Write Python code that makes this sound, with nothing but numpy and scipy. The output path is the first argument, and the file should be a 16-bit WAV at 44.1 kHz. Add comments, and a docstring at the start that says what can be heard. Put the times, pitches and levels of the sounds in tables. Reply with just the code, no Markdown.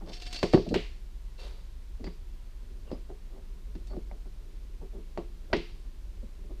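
"""A steel bar clamp is slid open, set on a plywood workpiece and tightened on a bench in a small workshop.
Its jaw scrapes and catches along the bar: tiny random slips make the steel ring, and at times squeak.
Blows on the wood mix a bench thud, a jaw crack and a ring of steel; the work also judders, shifts and creeps.
Once there is a light rub along the clamp. Hiss and a faint machine rumble in the building, both made of
filtered noise, run throughout with a low hum and a faint sounding of the bench."""
import sys
import numpy as np
from scipy import signal
from scipy.fft import rfft, irfft
from scipy.io import wavfile
from scipy.ndimage import uniform_filter1d

SR = 44100
rng = np.random.default_rng(int(sys.argv[2]) if len(sys.argv) > 2 else 0)


def pcm_store(signal):
    """Save signal as 16-bit PCM."""
    levels = np.round(np.clip(np.atleast_2d(signal), -1, 1) * 32767)
    wavfile.write(sys.argv[1], SR, levels.astype(np.int16).T)


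N = 291060
TIME = np.arange(N) / SR  # seconds since the scene began
AGE = np.arange(24576) / SR  # seconds since one sound began


def amp(db):
    """Turns decibels into a gain."""
    return 10 ** (np.asarray(db) / 20)


def unit(x):
    """Scales a sound to an average strength (rms) of 1."""
    return x / np.sqrt(np.mean(x ** 2) + 1e-20)


def struck(x, size=882):
    """Scales a sound so that its first `size` samples (normally 20 ms) have rms 1."""
    return x / np.sqrt(np.mean(x[:size] ** 2) + 1e-20)


def add(mix, s, sound):
    """Mixes a sound in at time s."""
    start = max(round(s * SR), 0)
    part = mix[start:][:len(sound)]
    part += sound[:len(part)]


def colour(x, points):
    """Filters a sound by a curve of (frequency, level) points."""
    hz, db = np.transpose(points)
    bins_hz = np.fft.rfftfreq(len(x), 1 / SR)
    curve_db = np.interp(np.log(bins_hz + 1), np.log(hz), db)
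    return irfft(rfft(x) * amp(curve_db), len(x))


def noise(points, size):
    """Makes coloured noise of rms 1."""
    return unit(colour(rng.standard_normal(size), points))


def fade(t60):
    """Dies away by 60 dB in t60 seconds."""
    return np.exp(-np.log(1000) * AGE / max(t60, 1e-3))


def rise(seconds):
    """Gives a soft start, quick at first and then levelling off."""
    return 1 - np.exp(-AGE / max(seconds, 1e-5))


def arch(seconds):
    """Swells and sinks again within the given time."""
    return np.sin(np.pi * np.minimum(AGE / seconds, 1))


def slips(per_s, size):
    """Makes tiny stick-slip impulses at random moments."""
    happens = rng.random(size) < per_s / SR
    return rng.standard_normal(size) * happens


def bending_wave(points, delay_s, ref_hz=500):
    """A pulse crosses the bench top: high notes travel faster, so it arrives as a falling chirp."""
    hz = np.fft.rfftfreq(len(AGE), 1 / SR)
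    # delay_s is the travel time at ref_hz
    chirp = irfft(np.exp(-2j * 2 * np.pi * delay_s * np.sqrt(hz * ref_hz)), len(AGE))
    return colour(chirp, points) * fade(t60=0.16)


# ringing notes of bench top and workpiece: (frequency [Hz], relative level [dB], 60 dB fade time [s])
WOOD_MODES = [(106.6, -10, 0.21), (173.3, 0, 0.17), (200, -5.5, 0.13), (245.3, -5, 0.18), (325, 0, 0.14),
              (346, -9, 0.34), (383.5, 1.5, 0.16), (425.3, -5, 0.26), (493, -12, 0.1), (548, -6.5, 0.11),
              (580.6, -4.5, 0.11), (677, -13.5, 0.19), (729, -10, 0.15), (813, -45, 0.042),
              (920, -27.5, 0.27), (1002, -19, 0.12), (1128, -20.5, 0.16)]
# many short notes of the wood, too close to tell apart: (frequency [Hz], relative level [dB])
WOOD_GRAIN = [(60, -29), (150, 4.5), (230, -0.5), (400, 12.5), (650, -5), (900, -10.5), (1300, -14),
              (2200, -60)]
# the bending wave straight from the blow: (frequency [Hz], relative level [dB])
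FIRST_WAVE = [(50, 9), (150, -0.5), (330, 1.5), (600, 1), (900, -5), (1400, -20), (2200, -23.5),
              (5000, -87)]


def wood(hardness_db, hinge_hz=380, neutral_db=-11, grain_db=-6, wave_db=-1.5, echo_db=-4):
    """The bench rings; a hard contact brings out its high notes, a soft one leaves only the low ones."""
    def tilt_db(hz):
        octaves = np.log2(max(hz / hinge_hz, .8))
        return (hardness_db - neutral_db) * octaves

    modes = np.zeros(len(AGE))
    for k, (hz, db, t60) in enumerate(WOOD_MODES):
        # neighbouring notes start in opposite directions, so the thud takes a few ms to build
        modes += (-1) ** k * amp(db + tilt_db(hz)) * fade(t60) * np.sin(2 * np.pi * hz * AGE)

    grain_shape = [(hz, db + tilt_db(hz)) for hz, db in WOOD_GRAIN]
    grain_fade = fade(t60=0.15) + amp(-15.5) * fade(t60=0.28)
    grain = noise(grain_shape, len(AGE)) * rise(0.0016) * grain_fade

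    # the wave arrives once directly and once, duller, from the far edge
    direct_shape = [(hz, db + tilt_db(hz)) for hz, db in FIRST_WAVE]
    edge_shape = [(hz, db - 6 * max(np.log2(hz / hinge_hz), 0)) for hz, db in direct_shape]
    direct = bending_wave(direct_shape, delay_s=0.002212)
    edge = bending_wave(edge_shape, delay_s=0.008005)
    wave = direct + amp(echo_db) * edge
    return struck(struck(modes) + amp(grain_db) * struck(grain) + amp(wave_db) * struck(wave))


# the steady hiss: (frequency [Hz], relative level [dB])
AIR = [(53, -16), (90, 2), (102, 2), (190, -0.5), (216, -10), (241, -8), (280, -10), (370, -15.5),
       (411, -12.5), (448, -18.5), (579, -21), (1060, -14.5), (1150, -18), (4240, -20.5), (15000, -35)]
# the machine's rumble: (frequency [Hz], relative level [dB])
RUMBLE = [(8, -23), (20, -46), (33, -5), (46, 4), (56, -6.5), (75, -16), (100, -21.5), (170, -61.5)]
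# a steady low hum: (frequency [Hz], level [dB])
HUM = [(26.9, -42.5)]


def workshop(air_db=-61, rumble_db=-43, bench_db=-65):
    """Hiss and rumble are filtered noise, the hum a pure tone; gentle noise keeps the bench sounding."""
    hum = np.zeros(N)
    for hz, db in HUM:
        # the root of 2 gives the tone its level as rms
        hum += amp(db) * np.sqrt(2) * np.sin(2 * np.pi * (hz * TIME + rng.random()))
    bench = unit(signal.fftconvolve(rng.standard_normal(N), wood(hardness_db=-13.5))[:N])
    return amp(air_db) * noise(AIR, N) + amp(rumble_db) * noise(RUMBLE, N) + hum + amp(bench_db) * bench


# the work shifts on the bench under the hand:
# (time [s], level before the overall trim [dB], hardness [dB], length [s])
NUDGES = [(0.0, -46.5, -11, 0.044), (0.051, -47.5, -8.5, 0.077), (0.581, -31.5, -19.5, 0.015),
          (0.658, -35, -18.5, 0.021), (0.704, -29, -21, 0.034), (1.991, -43.5, -20, 0.032),
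          (2.064, -48, -4.5, 0.026), (2.838, -52, -8, 0.15), (3.088, -46, -11.5, 0.033),
          (3.291, -55.5, -10.5, 0.133), (3.893, -46, -10.5, 0.066), (4.103, -49.5, -6.5, 0.016),
          (4.252, -53.5, -12.5, 0.021), (4.807, -47, -14.5, 0.04), (4.916, -47, -16.5, 0.087),
          (5.49, -46.5, -12.5, 0.072), (6.22, -47.5, -20, 0.022), (6.488, -48.5, -15, 0.037)]


def nudges(trim_db=-1, slips_per_s=1200):
    """Each nudge is a swell of tiny slips, each slip thumping the bench."""
    out = np.zeros(N)
    for s, db, hardness, length in NUDGES:
        swell = slips(slips_per_s, len(AGE)) * arch(length)
        thump = signal.fftconvolve(swell, wood(hardness))[:len(AGE)]
        add(out, s, amp(db + trim_db) * struck(thump, size=round((length + .012) * SR)))
    return out


# ringing notes of the clamp's bar:
# (frequency [Hz], relative level before random variation [dB], 60 dB fade time [s])
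BAR = [(719.2, -3.5, 0.55), (1771, -6.5, 0.14), (2400, -16, 0.3), (2717, 5.5, 0.11), (3570, -4, 0.23),
       (3800, -17, 0.5), (4100, 0, 0.24), (4484, -2.5, 0.32), (4550, 3, 0.22), (4610, -5, 0.75),
       (4830, -9.5, 0.22), (5440, -6, .35), (6770, -11, 0.19), (8550, -11.5, .15)]


def bar_modes():
    """The bar rings at its own notes; every call, like a new point of contact, mixes them differently."""
    out = np.zeros(len(AGE))
    for hz, db, t60 in BAR:
        strength = amp(db) * (.5 + rng.random())
        out += strength * fade(t60) * np.sin(2 * np.pi * (hz * AGE + rng.random()))
    return out


# the bar's dense ring, before any brightening: (frequency [Hz], relative level [dB])
STEEL = [(500, -6.5), (1000, -15.5), (1900, -9), (2800, -5.5), (3400, -4.5), (4600, -2.5), (5400, -6),
         (6200, -11.5), (7200, -15.5), (8600, -20), (10500, -36), (15000, -34)]


def steel(tail_db, lines_db, bright_db=0):
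    """Short noise makes a bright tick, longer noise the clamp's dense ring, and the bar adds its own notes."""
    # brightness acts little by little from 4800 Hz, in full from 8000 Hz
    shape = [(hz, db + bright_db * np.interp(hz, [4800, 8000], [0, 1])) for hz, db in STEEL]
    tick_and_tail = fade(t60=0.036) + amp(tail_db) * fade(t60=0.65)
    dense = noise(shape, len(AGE)) * rise(0.00015) * tick_and_tail
    return struck(struck(dense) + amp(lines_db) * struck(bar_modes()))


# the jaw slides along the bar: (time [s], drive level of the scrape [dB])
SLIDE = [(0.05, -60), (0.126, -53.5), (0.134, -48), (0.174, -57), (0.18, -50.5), (0.32, -45),
         (0.328, -40.5), (0.42, -58)]
# the jaw snags on its bar: (time [s], level before the overall trim and soft start [dB], brightness [dB])
CATCHES = [(0.13, -38.5, -8), (0.2199, -36, 4), (0.2658, -35, -7), (0.3267, -32, 6.5), (0.36, -34, -5),
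           (0.528, -32.5, -2), (0.6876, -40, 5), (3.87, -51, 11)]


def jaw(catch_trim_db=-8.5, scrape_db=-1.5, sing_db=-4, grains_per_s=220, contacts=4):
    """Slips at several points of contact grate along the bar and make it sing; now and then the jaw snags."""
    s, db = np.transpose(SLIDE)
    pressure = np.interp(TIME, s, amp(db), 0, 0)  # silent before and after the slide
    out = np.zeros(N)
    for _ in range(contacts):
        tick = steel(tail_db=-21, lines_db=-17)
        modes = bar_modes()
        # both parts are scaled to equal energy before they are mixed
        ring = amp(scrape_db) * tick / np.linalg.norm(tick) + amp(sing_db) * modes / np.linalg.norm(modes)
        grating = unit(slips(grains_per_s / contacts, N)) * pressure
        out += signal.oaconvolve(grating, ring)[:N] / np.sqrt(contacts)
    for s, db, bright in CATCHES:
        snag = rise(0.0017) * steel(tail_db=-20, lines_db=-5.5, bright_db=bright)
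        add(out, s, amp(db + catch_trim_db) * snag)
    return out


# the steel squeaks under load: (time [s], pitch [Hz], level without the room [dB])
SQUEAKS = [(0.119, 5430, -58), (0.338, 4450, -46.5), (2.032, 4690, -59.5), (2.858, 2800, -69),
           (2.9, 4950, -67), (3.885, 4480, -67.5)]
SQUEAK_S, SQUEAK_WIDTH_HZ = 0.053, 300  # length of the drive; width of each of the two resonance stages


def squeaks(room_db=-9):
    """Brief stick-slip, made as noise, feeds one narrow resonance, which lingers in the room."""
    out = np.zeros(N)
    for s, hz, db in SQUEAKS:
        drive = rng.standard_normal(len(AGE)) * arch(SQUEAK_S)
        pole = np.exp((2j * hz - SQUEAK_WIDTH_HZ) * np.pi / SR)
        # using the pole twice makes two equal resonances in a row
        resonance = signal.lfilter([1], np.poly([pole, pole]), drive).real
        tone = struck(resonance, size=round(SQUEAK_S * SR))
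        room = rng.standard_normal(len(AGE)) * fade(t60=.5)
        echo = signal.fftconvolve(tone, room / np.linalg.norm(room))[:len(AGE)]
        add(out, s, amp(db) * (tone + amp(room_db) * echo))
    return out


# the crack of jaw against wood: (frequency [Hz], relative level [dB])
CLACK = [(400, -32), (650, 10.5), (1000, 6.5), (1300, -12), (1500, 3), (2050, 5.5), (2400, -2.5),
         (2750, 4.5), (3400, -15.5), (4500, -5), (6500, -45), (12000, -65)]
# what the room keeps of that crack: (frequency [Hz], relative level [dB])
WASH = [(400, -9), (1200, -10), (1700, -8), (2050, 2), (2400, 0), (2850, 1.5), (3350, -3.5), (4000, -5),
        (4750, -9), (6000, -28), (12000, -46)]


def clack(wash_db):
    """The jaw cracks briefly against the wood, then the room holds a wash of it; both are fading noise."""
    crack = noise(CLACK, len(AGE)) * rise(0.00038) * fade(t60=0.061)
    wash = noise(WASH, len(AGE)) * rise(0.0013) * fade(t60=0.42)
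    return struck(crack) + amp(wash_db) * struck(wash)


# blows of the clamp on the work: (time [s], thud level [dB], hardness [dB], clack level [dB],
# room wash relative to the clack [dB], steel ring level [dB], steel brightness [dB])
KNOCKS = [(0.429, -23, -8, -36.5, -10, -36.5, 1), (0.535, -20, -12, -38.5, -21, -41.5, -12),
          (0.543, -19.5, -14.5, -38.5, -26, -44, -5), (0.574, -26, -13, -50.5, -20, -66, -8),
          (0.7418, -31, -7.5, -37.5, -1.5, -41, 2), (0.758, -28.5, -13, -55, -26, -52, 5),
          (2.042, -42.5, -12, -60, -17, -55, -3), (2.066, -40, -25, -54.5, -11, -63, -9),
          (2.915, -35, -13, -70, 2, -59.5, -5), (3.752, -41.5, -28, -62.5, -22, -64.5, 2),
          (3.966, -38.5, -15.5, -78, -17, -72, 0), (5.1746, -32.5, -7.5, -48.5, -14, -61, 5),
          (5.53, -26, -8, -29.5, -12, -41.5, -16), (5.5333, -31.5, -11, -36, -11, -49, -11),
          (5.565, -33.5, -16.5, -62, -7, -49.5, -1)]


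def knocks():
    """Each blow sounds the bench, the jaw and the bar together."""
    out = np.zeros(N)
    for s, thud_db, hardness, crack_db, wash_db, ring_db, bright in KNOCKS:
        add(out, s, amp(thud_db) * wood(hardness))
        add(out, s, amp(crack_db) * clack(wash_db))
        add(out, s, amp(ring_db) * steel(tail_db=-14.0, lines_db=-14.5, bright_db=bright))
    return out


# the workpiece judders on the bench when it is pressed home:
# (time [s], pitch [Hz], level of the bounces [dB])
JUDDERS = [(0.538, 328, -10.5), (0.702, 226.5, -28.5), (0.753, 380, -20.5), (2.923, 265, -33.5),
           (3.97, 339, -37), (5.547, 398, -25.5)]


def judders(under_db=-9, bench_db=-18, length_s=0.021):
    """A few quick bounces, alternately strong and weak, set the bench ringing."""
    out = np.zeros(N)
    for s, hz, db in JUDDERS:
        turns = hz * AGE
        # a tone at half the pitch makes every other bounce weaker
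        half_pitch = amp(under_db) * np.sin(np.pi * turns)
        bounce = (np.sin(2 * np.pi * turns) + half_pitch) * arch(length_s)
        ringing = signal.fftconvolve(bounce, wood(hardness_db=-8))[:len(AGE)]
        add(out, s, amp(db) * (bounce + amp(bench_db) * ringing / np.abs(ringing).max()))
    return out


# the soft noise of the rub: (frequency [Hz], relative level [dB])
BRUSH_COLOUR = [(150, -46), (250, -24), (364, 0), (531, -1.5), (788, -12), (873, -9), (1620, -15.5),
                (3210, -13), (3880, -10.5), (7060, -25.5), (15000, -38)]
BRUSH_S, BRUSH_DB = 1.372, -52  # start time; level of the rub at its fullest
BRUSH_ATTACK_S, BRUSH_HOLD_S, BRUSH_FALL_DB_PER_S = 0.034, 0.053, 81


def brush(rough_db=1.0, rasp_db=-6, rasp_s=.07):
    """One light, uneven rub of noise rasps on the steel as it starts, then holds and dies away."""
    falling_s = np.maximum(AGE - BRUSH_ATTACK_S - BRUSH_HOLD_S, 0)
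    envelope = np.minimum(AGE / BRUSH_ATTACK_S, 1) * amp(-BRUSH_FALL_DB_PER_S * falling_s)
    wander = unit(uniform_filter1d(rng.standard_normal(len(AGE)), size=300))
    rub = unit(noise(BRUSH_COLOUR, len(AGE)) * amp(rough_db * wander)) * envelope
    scratch = slips(per_s=900, size=len(AGE)) * arch(rasp_s)
    rasp = signal.fftconvolve(scratch, bar_modes())[:len(AGE)]
    out = np.zeros(N)
    add(out, BRUSH_S, amp(BRUSH_DB) * (rub + amp(rasp_db) * struck(rasp, size=round(rasp_s * SR))))
    return out


def creep(start_s=2.6, level_db=-66, slips_per_s=150, uneven_db=3):
    """While the screw is tightened the work creeps in faint slips, as the grip comes and goes."""
    wander = unit(uniform_filter1d(rng.standard_normal(N), size=5000))
    grip = amp(uneven_db * wander) * (TIME > start_s)
    creaks = signal.fftconvolve(slips(slips_per_s, N) * grip, wood(hardness_db=-20))[:N]
    return amp(level_db) * unit(creaks)


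def scene():
    """All sources add up at one microphone."""
    mix = workshop() + nudges() + jaw() + squeaks() + knocks() + judders() + brush() + creep()
    return mix[None]


def record(dry, edge_hz=15200):
    """The recorder's band limit: a steep filter removes what lies above edge_hz."""
    lowpass = signal.firwin(1023, edge_hz, window=("kaiser", 9), fs=SR)
    return signal.oaconvolve(dry, lowpass[None], "same")


dry = scene()
out = record(dry)
pcm_store(out)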